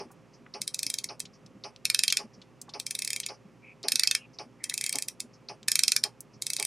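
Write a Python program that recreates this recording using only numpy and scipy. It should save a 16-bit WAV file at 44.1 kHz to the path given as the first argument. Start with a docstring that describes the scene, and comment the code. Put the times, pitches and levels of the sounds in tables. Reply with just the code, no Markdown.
"""A pocket watch with its back open is wound close to the microphone, in a small quiet room.
From the start a low hum and soft air lie behind, a clock ticks further off, and a fainter one steps once a second.
Low thuds and short contact noises fall throughout; first the crown turns back, and clutch teeth slip, light and thin.
Three forward turns then alternate with three more turns back; each forward turn snaps the click over the ratchet.
Snaps are filtered impulses with noise that excite decaying modes; faint gliding squeaks join in the second half."""
import sys
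import numpy as np
from scipy import signal
from scipy.fft import rfft, irfft
from scipy.io import wavfile
from scipy.ndimage import uniform_filter1d

SR = 44100
rng = np.random.default_rng(int(sys.argv[2]) if len(sys.argv) > 2 else 0)


def materialize(psi):
    """Save the field psi as 16-bit PCM at rate SR to the path in sys.argv[1].

    A 1-D psi becomes a single channel; in a 2-D psi each row is a channel.
    """
    bounded = np.clip(np.atleast_2d(psi).T, -1, 1)
    quanta = np.round(bounded * 32767).astype(np.int16)
    wavfile.write(sys.argv[1], SR, quanta)


N = 293706  # samples


def amp(db):
    """Gain as the antilogarithm of a level in decibels."""
    return 10 ** (np.asarray(db) / 20)


def unit(x):
    """Normalization by signal power, to an rms of one."""
    return x / np.sqrt(np.mean(x ** 2) + 1e-20)


def read(points, hz):
    """Linear interpolation of a spectrum along a log-frequency axis."""
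    f, value = np.transpose(points)
    return np.interp(np.log(hz + 1), np.log(f), value)


def hill(hz, centre_hz, octaves):
    """Gaussian weighting on the octave scale."""
    distance = np.log2((hz + 1) / centre_hz) / octaves
    return np.exp(-.5 * distance ** 2)


def add(mix, s, sound):
    """Superposition: adds a sound to the mix at time s, clipped to its ends."""
    at = round(s * SR)
    sound = sound[..., max(-at, 0):]
    part = mix[..., max(at, 0):][..., :sound.shape[-1]]
    part += sound[..., :part.shape[-1]]


def seconds(size):
    """Time axis by uniform sampling."""
    return np.arange(size) / SR


def band_noise(centre_hz, octaves, size):
    """White noise shaped by a Gaussian band in the spectrum, at an rms of one."""
    spectrum = rfft(rng.standard_normal(size))
    band = hill(np.fft.rfftfreq(size, 1 / SR), centre_hz, octaves)
    return unit(irfft(spectrum * band, size))


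def causal(db):
    """Minimum-phase response: the Hilbert transform of log gain gives a sharp front, then the ring."""
    log_gain = np.log(amp(np.concatenate([db, db[-2:0:-1]])))
    return np.exp(np.conj(signal.hilbert(log_gain)))[:len(db)]


def background(side_db=-9, air_db=-58.5, waver=0.31, low_cut_hz=50):
    """Diffuse air noise, wider in the bass than in the treble, under hum sines of wavering phase."""
    # spectrum of the air: (frequency [Hz], relative level per Hz [dB])
    air_spectrum = [(15, -48.5), (25, -22), (70, -38.5), (117, 3), (394, -6), (463, -11), (516, -9.5),
                    (775, -13), (1190, -13.5), (1520, -19.5), (2610, -20.5), (3820, -30), (5570, -28),
                    (12500, -43), (16000, -64.5)]
    # hum lines: (frequency [Hz], rms level before the left-right balance [dB])
    hum_lines = [(60, -77.5), (119.6, -69.5), (240, -70), (409, -70.5), (521, -69.5)]
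    hz, t = np.fft.rfftfreq(N, 1 / SR), seconds(N)
    shape = amp(read(air_spectrum, hz)) * hz ** 4 / (hz ** 4 + low_cut_hz ** 4)
    width = amp(read([(700, 10), (1500, -30.5)], hz))
    spectra = rfft(rng.standard_normal((2, N)))
    mid, side = irfft(spectra * np.array([shape, shape * width]), N)
    air = amp(air_db) * (unit(mid) + amp(side_db) * np.outer([1, -1], unit(side)))
    knots = np.linspace(0, t[-1], num=60)
    hum = np.zeros(N)
    for f, db in hum_lines:
        drift = waver * np.interp(t, knots, rng.standard_normal(len(knots)))  # radians
        hum += amp(db) * np.sqrt(2) * np.sin(2 * np.pi * f * t + drift)
    return (air + hum) * amp([[-.9], [.9]])  # slightly stronger on the right


def room(x, tail_db=-14, spread=0.21, count=3):
    """Reverberant decay as convolution with fading noise; three noise tails crossfade in turn."""
    # colour of the tail: (frequency [Hz], relative gain [dB])
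    tail_colour = [(300, -1), (1500, 4.5), (2500, 1.5), (5500, 1), (7400, 2), (8200, -9.5), (9000, 2.5),
                   (9900, -4), (13000, -5)]
    # reverberation time: (frequency [Hz], t60 [s])
    tail_t60 = [(500, 0.28), (2500, 0.072), (6000, 0.11), (13000, 0.12)]
    out, t = np.zeros((2, N)), seconds(N)
    for k in range(count):
        noise = rng.standard_normal((3, SR // 3))
        hz, age, z = signal.stft(noise[0] + spread * noise[1:], SR, nperseg=256)
        fall_db = 60 * age / read(tail_t60, hz)[:, None]
        z *= amp(read(tail_colour, hz)[:, None] - fall_db)
        tail = signal.istft(z, SR, nperseg=256)[1]
        tail *= seconds(tail.shape[1]) > .005  # silent for the first 5 ms
        tail /= np.linalg.norm(tail[0])
        # the squared shares of the tails keep a constant sum
        share = np.sqrt(2 / count) * np.cos(np.pi * (7 * t + k / count))
        out += signal.oaconvolve((share * x.mean(0))[None], tail, axes=1)[:, :N]
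    return amp(tail_db) * out


def far_clock(level_db=-60, hz=5300, rise_s=0.015):
    """A distant clock as a periodic source: each one-second step is a soft tsk of narrow noise."""
    out, t = np.zeros(N), seconds(size=4096)
    swell = (t / rise_s) ** 2 * np.exp(2 - 2 * t / rise_s)
    for s in np.arange(.329, N / SR, 1):
        add(out, s, amp(level_db) * band_noise(hz, 0.19, len(t)) * swell)
    return out


def clock(case_rise_s=0.012, case_delay_s=0.0091, run_s=0.075, rest=0.096, side=0.44, alike=0.54):
    """Modal resonance: the escapement strikes, the works rattle and the wooden case swells up behind."""
    # modes of the wooden case: (frequency [Hz], gain before the onset [dB], t60 [s])
    wood_modes = [(415.5, -30, 0.068), (527.6, -37.5, 0.064), (620, -67, 0.25), (722, -37.5, .06),
                  (845, -32.5, 0.1), (968, -55.5, 0.096), (1075, -41.5, .11), (1170, -37, 0.06),
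                  (2520, -33.5, 0.04)]
    # rattle of the works: (centre [Hz], width [octaves], gain before the envelope [dB],
    #                       delay [s], rise [s], decay [s])
    works_bands = [(4670, 0.2, -32.5, 0, 0.00059, 0.0048), (5190, 0.16, -40, 0.004, 0.00352, 0.019),
                   (2410, 0.28, -47.5, .003, 0.0014, 0.023), (558, 0.82, -39.5, 0.00031, 0.01, 0.029),
                   (1900, 0.73, -49, 0.013, 0.0016, 0.0067), (9310, 0.16, -64.5, 0.0032, 0.001, 0.048)]
    out, t = np.zeros((2, N)), seconds(size=8192)
    late = np.maximum(t - case_delay_s, 0)
    ears = side * np.array([[1], [-1]])  # the case reaches the two sides a little out of step
    body = np.zeros((2, len(t)))
    for hz, db, t60 in wood_modes:
        phase = 2 * np.pi * (hz * t + rng.random()) + ears * 400 / hz
        body += amp(db - 60 * late / t60) * np.sin(phase)
    body *= 1 - np.exp(-(late / case_rise_s) ** 2)
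    settle = rest + (1 - rest) / (1 + np.exp((t - run_s) / .004))  # the wheels come to a stop
    beats = np.arange(-.0112, N / SR, .5497)  # seconds
    for s in beats:
        add(out, s, body)
    for hz, octaves, db, delay, rise, decay in works_bands:
        age = np.maximum(t - delay, 0)
        envelope = amp(db) * settle * (1 - np.exp(-age / rise)) * np.exp(-age / decay)
        usual = band_noise(hz, octaves, len(t))  # the same parts meet in much the same way on every beat
        for s in beats:
            rattle = envelope * (alike * usual + (1 - alike) * band_noise(hz, octaves, len(t)))
            add(out, s, rattle * np.linalg.norm(envelope) / np.linalg.norm(rattle))
    return out


def squeaks(width_hz=330):
    """Quadrature modulation: low-passed noise carried up to a gliding frequency as a fuzzy squeak."""
    # faint squeaks: (time [s], length [s], rms level before the fades [dB], start [Hz], end [Hz])
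    squeak_list = [(3.616, .13, -53.5, 2330, 2430), (3.977, 0.1, -47.5, 2100, 2130),
                   (4.156, .12, -56, 2930, 2520), (4.584, 0.11, -56.5, 2070, 2000),
                   (4.709, .02, -42, 2050, 1900), (4.8, .1, -46, 2185, 2296)]
    out = np.zeros(N)
    low_pass = signal.butter(2, width_hz / 2, fs=SR, output="sos")
    for s, length, db, start_hz, end_hz in squeak_list:
        size = int(length * SR)
        fuzz = signal.sosfilt(low_pass, rng.standard_normal((2, N)))[:, -size:]
        turn = 2 * np.pi * np.cumsum(np.linspace(start_hz, end_hz, size)) / SR
        squeak = unit(fuzz[0] * np.cos(turn) + fuzz[1] * np.sin(turn))
        add(out, s, amp(db) * squeak * signal.windows.tukey(size, .5))
    return out


def fidgets(count, level_db, centre_hz, octaves, uneven_db=2):
    """Jittered point process: light shifts of the grip over the whole time, as (time [s], level [dB], Hz)."""
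    when, strength, pitch = rng.uniform(-1, 1, (count, 3)).T
    s = (np.arange(count) + .5 + .5 * when) * N / SR / count
    return list(zip(s, level_db + uneven_db * strength, centre_hz * 2 ** (octaves * pitch)))


def low_thuds(rise_s=.012):
    """Heavily damped oscillation: bumps of the hands and two low clock knocks give a few cycles each."""
    # low thuds: bumps of the hands, and the extra low knock of two stronger clock beats (391 Hz):
    # (time [s], peak level of the sine part [dB], frequency [Hz])
    thud_list = [(.001, -39.5, 391), (0.049, -45.5, 232), (0.597, -45, 200), (.858, -46, 270),
                 (1.046, -48, 161), (1.229, -49.5, 190), (1.443, -52, 170), (1.549, -47, 191),
                 (2.236, -44.5, 223.5), (2.374, -46.5, 194), (3.84, -38.5, 391), (3.931, -47, 250.4),
                 (4.948, -44, 282), (5.237, -47, 244)]
    out, t = np.zeros(N), seconds(size=6000)
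    swell = (t / rise_s) ** 2 * np.exp(2 - 2 * t / rise_s)
    for s, db, hz in thud_list + fidgets(count=8, level_db=-52.5, centre_hz=209, octaves=0.38):
        thud = np.sin(2 * np.pi * hz * t) + .5 * band_noise(hz, 0.76, len(t))
        add(out, s, amp(db) * swell * thud)
    return out


def contacts(linger=0.14, linger_s=0.0066, octaves=0.54):
    """Contact noise: brief scratchy bursts, each a band of noise with two decays."""
    # short contact noises: taps of nail and crown, and one loud slip of the ratchet click at 2.101 s:
    # (time [s], peak short-term rms level [dB], centre [Hz], decay [s])
    contact_list = [(.103, -55, 975, 0.01), (.113, -58.5, 8200, 0.0098), (.463, -50, 1600, 0.0032),
                    (1.195, -43, 7500, 0.0038), (1.253, -44.5, 3940, 0.0059), (1.461, -53, 4900, 0.0055),
                    (1.762, -44.5, 4150, 0.00067), (2.101, -24.5, 4500, 0.0044),
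                    (2.4158, -50.5, 3700, 0.0073), (2.6148, -37, 6800, 0.0033), (2.68, -49, 795, 0.0086),
                    (2.692, -47, 4300, .007), (3.232, -37.5, 3530, 0.0083), (3.83, -40.5, 4900, 0.0017),
                    (5.6304, -46, 4150, 0.00054), (6.2055, -37, 8500, 0.0029)]
    out, t = np.zeros((2, N)), seconds(size=4096)
    for s, db, hz, decay in contact_list:
        fall = np.exp(-t / decay) + linger * np.exp(-t / linger_s)
        burst = band_noise(hz, octaves, len(t)) * fall * (1 - np.exp(-4 * t / decay))
        peak_rms = np.sqrt(uniform_filter1d(burst ** 2, size=220).max())  # over 5 ms
        add(out, s, amp(db) * burst / peak_rms)
    return out


def crossings(angle):
    """Monotone cubic interpolation of (time [s], teeth): the times at which each whole tooth passes."""
    s, tooth = np.transpose(angle)
    span = np.diff(tooth)
    gap = np.diff(s) / span  # seconds a tooth
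    weight = (1 + span[1:] / (span[1:] + span[:-1])) / 3
    slope = np.gradient(s, tooth, edge_order=2)
    slope[1:-1] = 1 / (weight / gap[:-1] + (1 - weight) / gap[1:])  # weighted harmonic mean
    times = []
    for k, steps in enumerate(span):
        u = np.arange(steps) / steps
        ease = u * (1 - u) * ((slope[k] - gap[k]) * (1 - u) - (slope[k + 1] - gap[k]) * u)
        times += list(s[k] + steps * (gap[k] * u + ease))
    return np.array(times + [s[-1]])


def turns(angles, grips, faster_db, faster_body_db, faster_bright_db, swell_db, dulling_db,
          uneven_db, uneven_tone_db, end_lean=.3, usual_teeth_per_s=25):
    """Kinematics of the crown: a tooth drops at each whole step of its angle, and speed sets level and tone.
    Gives rows of (time [s], level [dB], body [dB], brightness [dB], left-right [dB])."""
    rows = []
    for angle, (db, body_db, gained_db, bright_db, pan_db) in zip(angles, grips):
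        s = crossings(angle)
        faster = np.log2(1 / np.gradient(s) / usual_teeth_per_s)  # doublings of speed
        along = np.linspace(-.5, .5, len(s))
        press = np.cos(np.pi * along)  # the fingers press and tilt the watch most at mid-turn
        chance = rng.standard_normal((len(s), 3)).T
        level = db + faster_db * faster + swell_db * (press - press.mean()) + uneven_db * chance[0]
        body = body_db + faster_body_db * faster + gained_db * along + uneven_tone_db * chance[1]
        bright = bright_db + faster_bright_db * faster - dulling_db * along + uneven_tone_db * chance[2]
        rows += zip(s, level, body, bright, pan_db * (end_lean + (1 - end_lean) * press))
    return rows


def teeth(rows, colour, chatter, chatter_s, scrape, echo, echo_s, apart=0.1, alike=0.5, size=2048):
    """Impact excitation: each tooth scrapes to its edge, snaps, chatters, and echoes off hands and bench."""
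    out, hz, lead = np.zeros((2, N)), np.fft.rfftfreq(size, 1 / SR), size // 8
    t = seconds(size) - lead / SR  # zero at the snap
    after = chatter * np.exp(-abs(t) / chatter_s) + echo * np.exp(-abs(t) / echo_s)
    before = scrape * (np.exp(-abs(t) / 0.00035) + 0.13 * np.exp(-abs(t) / 0.0056))
    window = .004 * SR  # the level is the rms of the snap's energy over 4 ms
    usual = rng.standard_normal(size)  # every tooth bounces in much the same way
    likeness = np.clip(alike, 0, 1) * np.exp(-abs(t) / 0.0025)
    body_share = read([(2800, 1.0), (4000, 0.11)], hz)
    bright_share = read([(6000, 0.24), (8000, 0.76)], hz)
    for s, db, body_db, bright_db, pan_db in rows:
        own, differing = rng.standard_normal((2, size))
        common = likeness * usual + np.sqrt(1 - likeness ** 2) * own
        sides = apart * np.outer([1, -1], differing) * np.exp(-abs(t) / .002)
        force = np.where(t > 0, after, before) * (common + sides)
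        force[:, lead] += 1  # the snap itself
        tone_db = body_db * body_share + bright_db * bright_share
        snap = rfft(force) * causal(read(colour, hz) + tone_db)
        snap *= amp(db) * np.sqrt(window / np.sum(irfft(snap.mean(0)) ** 2))
        lean_db = pan_db * hill(hz, 4800, 0.28)  # the mid treble beams to one side
        add(out, s - lead / SR, irfft(snap * amp(np.outer([.5, -.5], lean_db))))
    return out


def case_ring(x, ring_db):
    """Modal superposition: the plates and the case ring on after every blow as decaying cosines."""
    # modes of plates and case: (frequency [Hz], gain at resonance before ring_db [dB], t60 [s])
    plate_modes = [(1768, 4.5, 0.037), (2223, 5.5, 0.09), (2330, 5.5, 0.063), (2410, 10.5, 0.047),
                   (2585, 17.5, 0.065), (3211, 15, 0.083), (3602, 2.5, .05), (3904, -10, 0.045),
                   (4400, -9.5, 0.052), (4900, -13.5, 0.14), (5080, -2, 0.051), (5180, 0.5, 0.031),
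                   (5270, -8.5, 0.065), (5570, -0.5, 0.07), (5970, -7, .09), (6147, -8.5, 0.053),
                   (6960, 4, 0.045), (8260, -1, 0.12), (8140, -10, 0.037), (9730, -4.5, 0.0052),
                   (10700, 0.5, 0.01), (10900, -4.5, .05)]
    t = seconds(size=8192)
    ring = np.zeros(len(t))
    for hz, db, t60 in plate_modes:
        resonance_scale = 2 * np.log(1000) / (t60 * SR)
        ring += amp(db - 60 * t / t60) * resonance_scale * np.cos(2 * np.pi * hz * t)
    return amp(ring_db) * signal.oaconvolve(x.mean(0), ring)[:N]


def scene():
    """Linear superposition of the watch in front with the clocks and the room behind."""
    # colour of the two steel impacts: (frequency [Hz], relative gain [dB])
    ratchet_colour = [(200, -48), (800, -37), (1080, -28), (1800, -14), (2400, -11), (2950, -17), (4200, 1),
                      (5300, -2), (6400, -7), (7400, -11.5), (8400, -4.5), (10700, -10.5), (13500, -19.5),
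                      (16000, -49)]
    clutch_colour = [(200, -36.5), (1400, -29.5), (2150, -5.5), (2950, -19), (3900, -3), (5100, -0.5),
                     (7500, -7), (8200, 2), (9000, -4.5), (9900, -0.5), (11400, -14), (12300, -9),
                     (14500, -24.5), (16000, -29)]
    # angle of the crown through each forward turn: (time [s], ratchet teeth passed [count])
    forward_angle = [
        [(1.8537, 0), (1.9464, 2), (2.1249, 6), (2.1707, 7)],
        [(3.8843, 0), (3.9571, 2), (4.035, 4), (4.1505, 7)],
        [(5.6832, 0), (5.7176, 1), (5.7558, 2), (5.7921, 3), (5.8807, 5), (5.9642, 7), (6.0383, 8)],
    ]
    # angle of the crown through each turn back: (time [s], clutch teeth passed [count])
    back_angle = [
        [(.6174, 0), (.6777, 1), (.7448, 2), (.9408, 7), (.9865, 8), (1.0425, 9), (1.2027, 10)],
        [(2.7997, 0), (2.8662, 1), (2.909, 2), (2.9904, 4), (3.0764, 7), (3.2016, 11), (3.2637, 12)],
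        [(4.6409, 0), (4.6975, 1), (4.8405, 5), (4.8637, 6), (4.9273, 8), (5.0236, 11), (5.0846, 12),
         (5.2033, 13)],
        [(6.422, 0), (6.467, 1), (6.566, 4), (6.5988, 5), (6.6508, 7)],
    ]
    # each turn's sound, forward as set by the grip, before speed, press and chance: (level [dB], body [dB],
    # body gained along the turn [dB], brightness [dB], left-right at mid-turn [dB])
    forward_grip = [(-20, 5, -2, 2, -8.5), (-19.5, 1, 5, -3, -9), (-18.5, 1.3, 2, 2.5, -12)]
    back_grip = [(-26.5, -3, 8.5, -5.5, -0.5), (-29, 1, 3, -1.5, -3.5), (-27.5, 1, -1, 2, -1.5),
                 (-27.5, -1, 1, 1.5, -5)]
    ratchet = turns(forward_angle, forward_grip, faster_db=-1.3, faster_body_db=2.5, faster_bright_db=1,
                    swell_db=2, dulling_db=7.5, uneven_db=0.17, uneven_tone_db=0.7)
    clutch = turns(back_angle, back_grip, faster_db=1.64, faster_body_db=2.5, faster_bright_db=1,
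                   swell_db=-0.7, dulling_db=1.0, uneven_db=0.33, uneven_tone_db=0.25)
    forward = teeth(ratchet, ratchet_colour, chatter=.17, chatter_s=0.0017,
                    scrape=0.11, echo=0.13, echo_s=0.0029)
    back = teeth(clutch, clutch_colour, chatter=0.27, chatter_s=0.0018,
                 scrape=0.19, echo=0.016, echo_s=0.012)
    # ratchet and clutch ring the same plates, each through its own path
    watch = forward + back + case_ring(forward, ring_db=-1.8) + case_ring(back, ring_db=0)
    touches = contacts()
    near = watch + touches + room(watch + .5 * touches) + low_thuds() + squeaks()
    return near + clock() + far_clock() + background()


def record(dry):
    """Saturation and band limiting: the recorder rounds off the highest peaks and cuts the top treble."""
    rounded = np.tanh(dry)
    low_pass = signal.firwin(255, 16300, window=("kaiser", 9), fs=SR)  # edge in Hz
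    return signal.oaconvolve(rounded, low_pass[None], "same", axes=1)


dry = scene()
out = record(dry)
materialize(out)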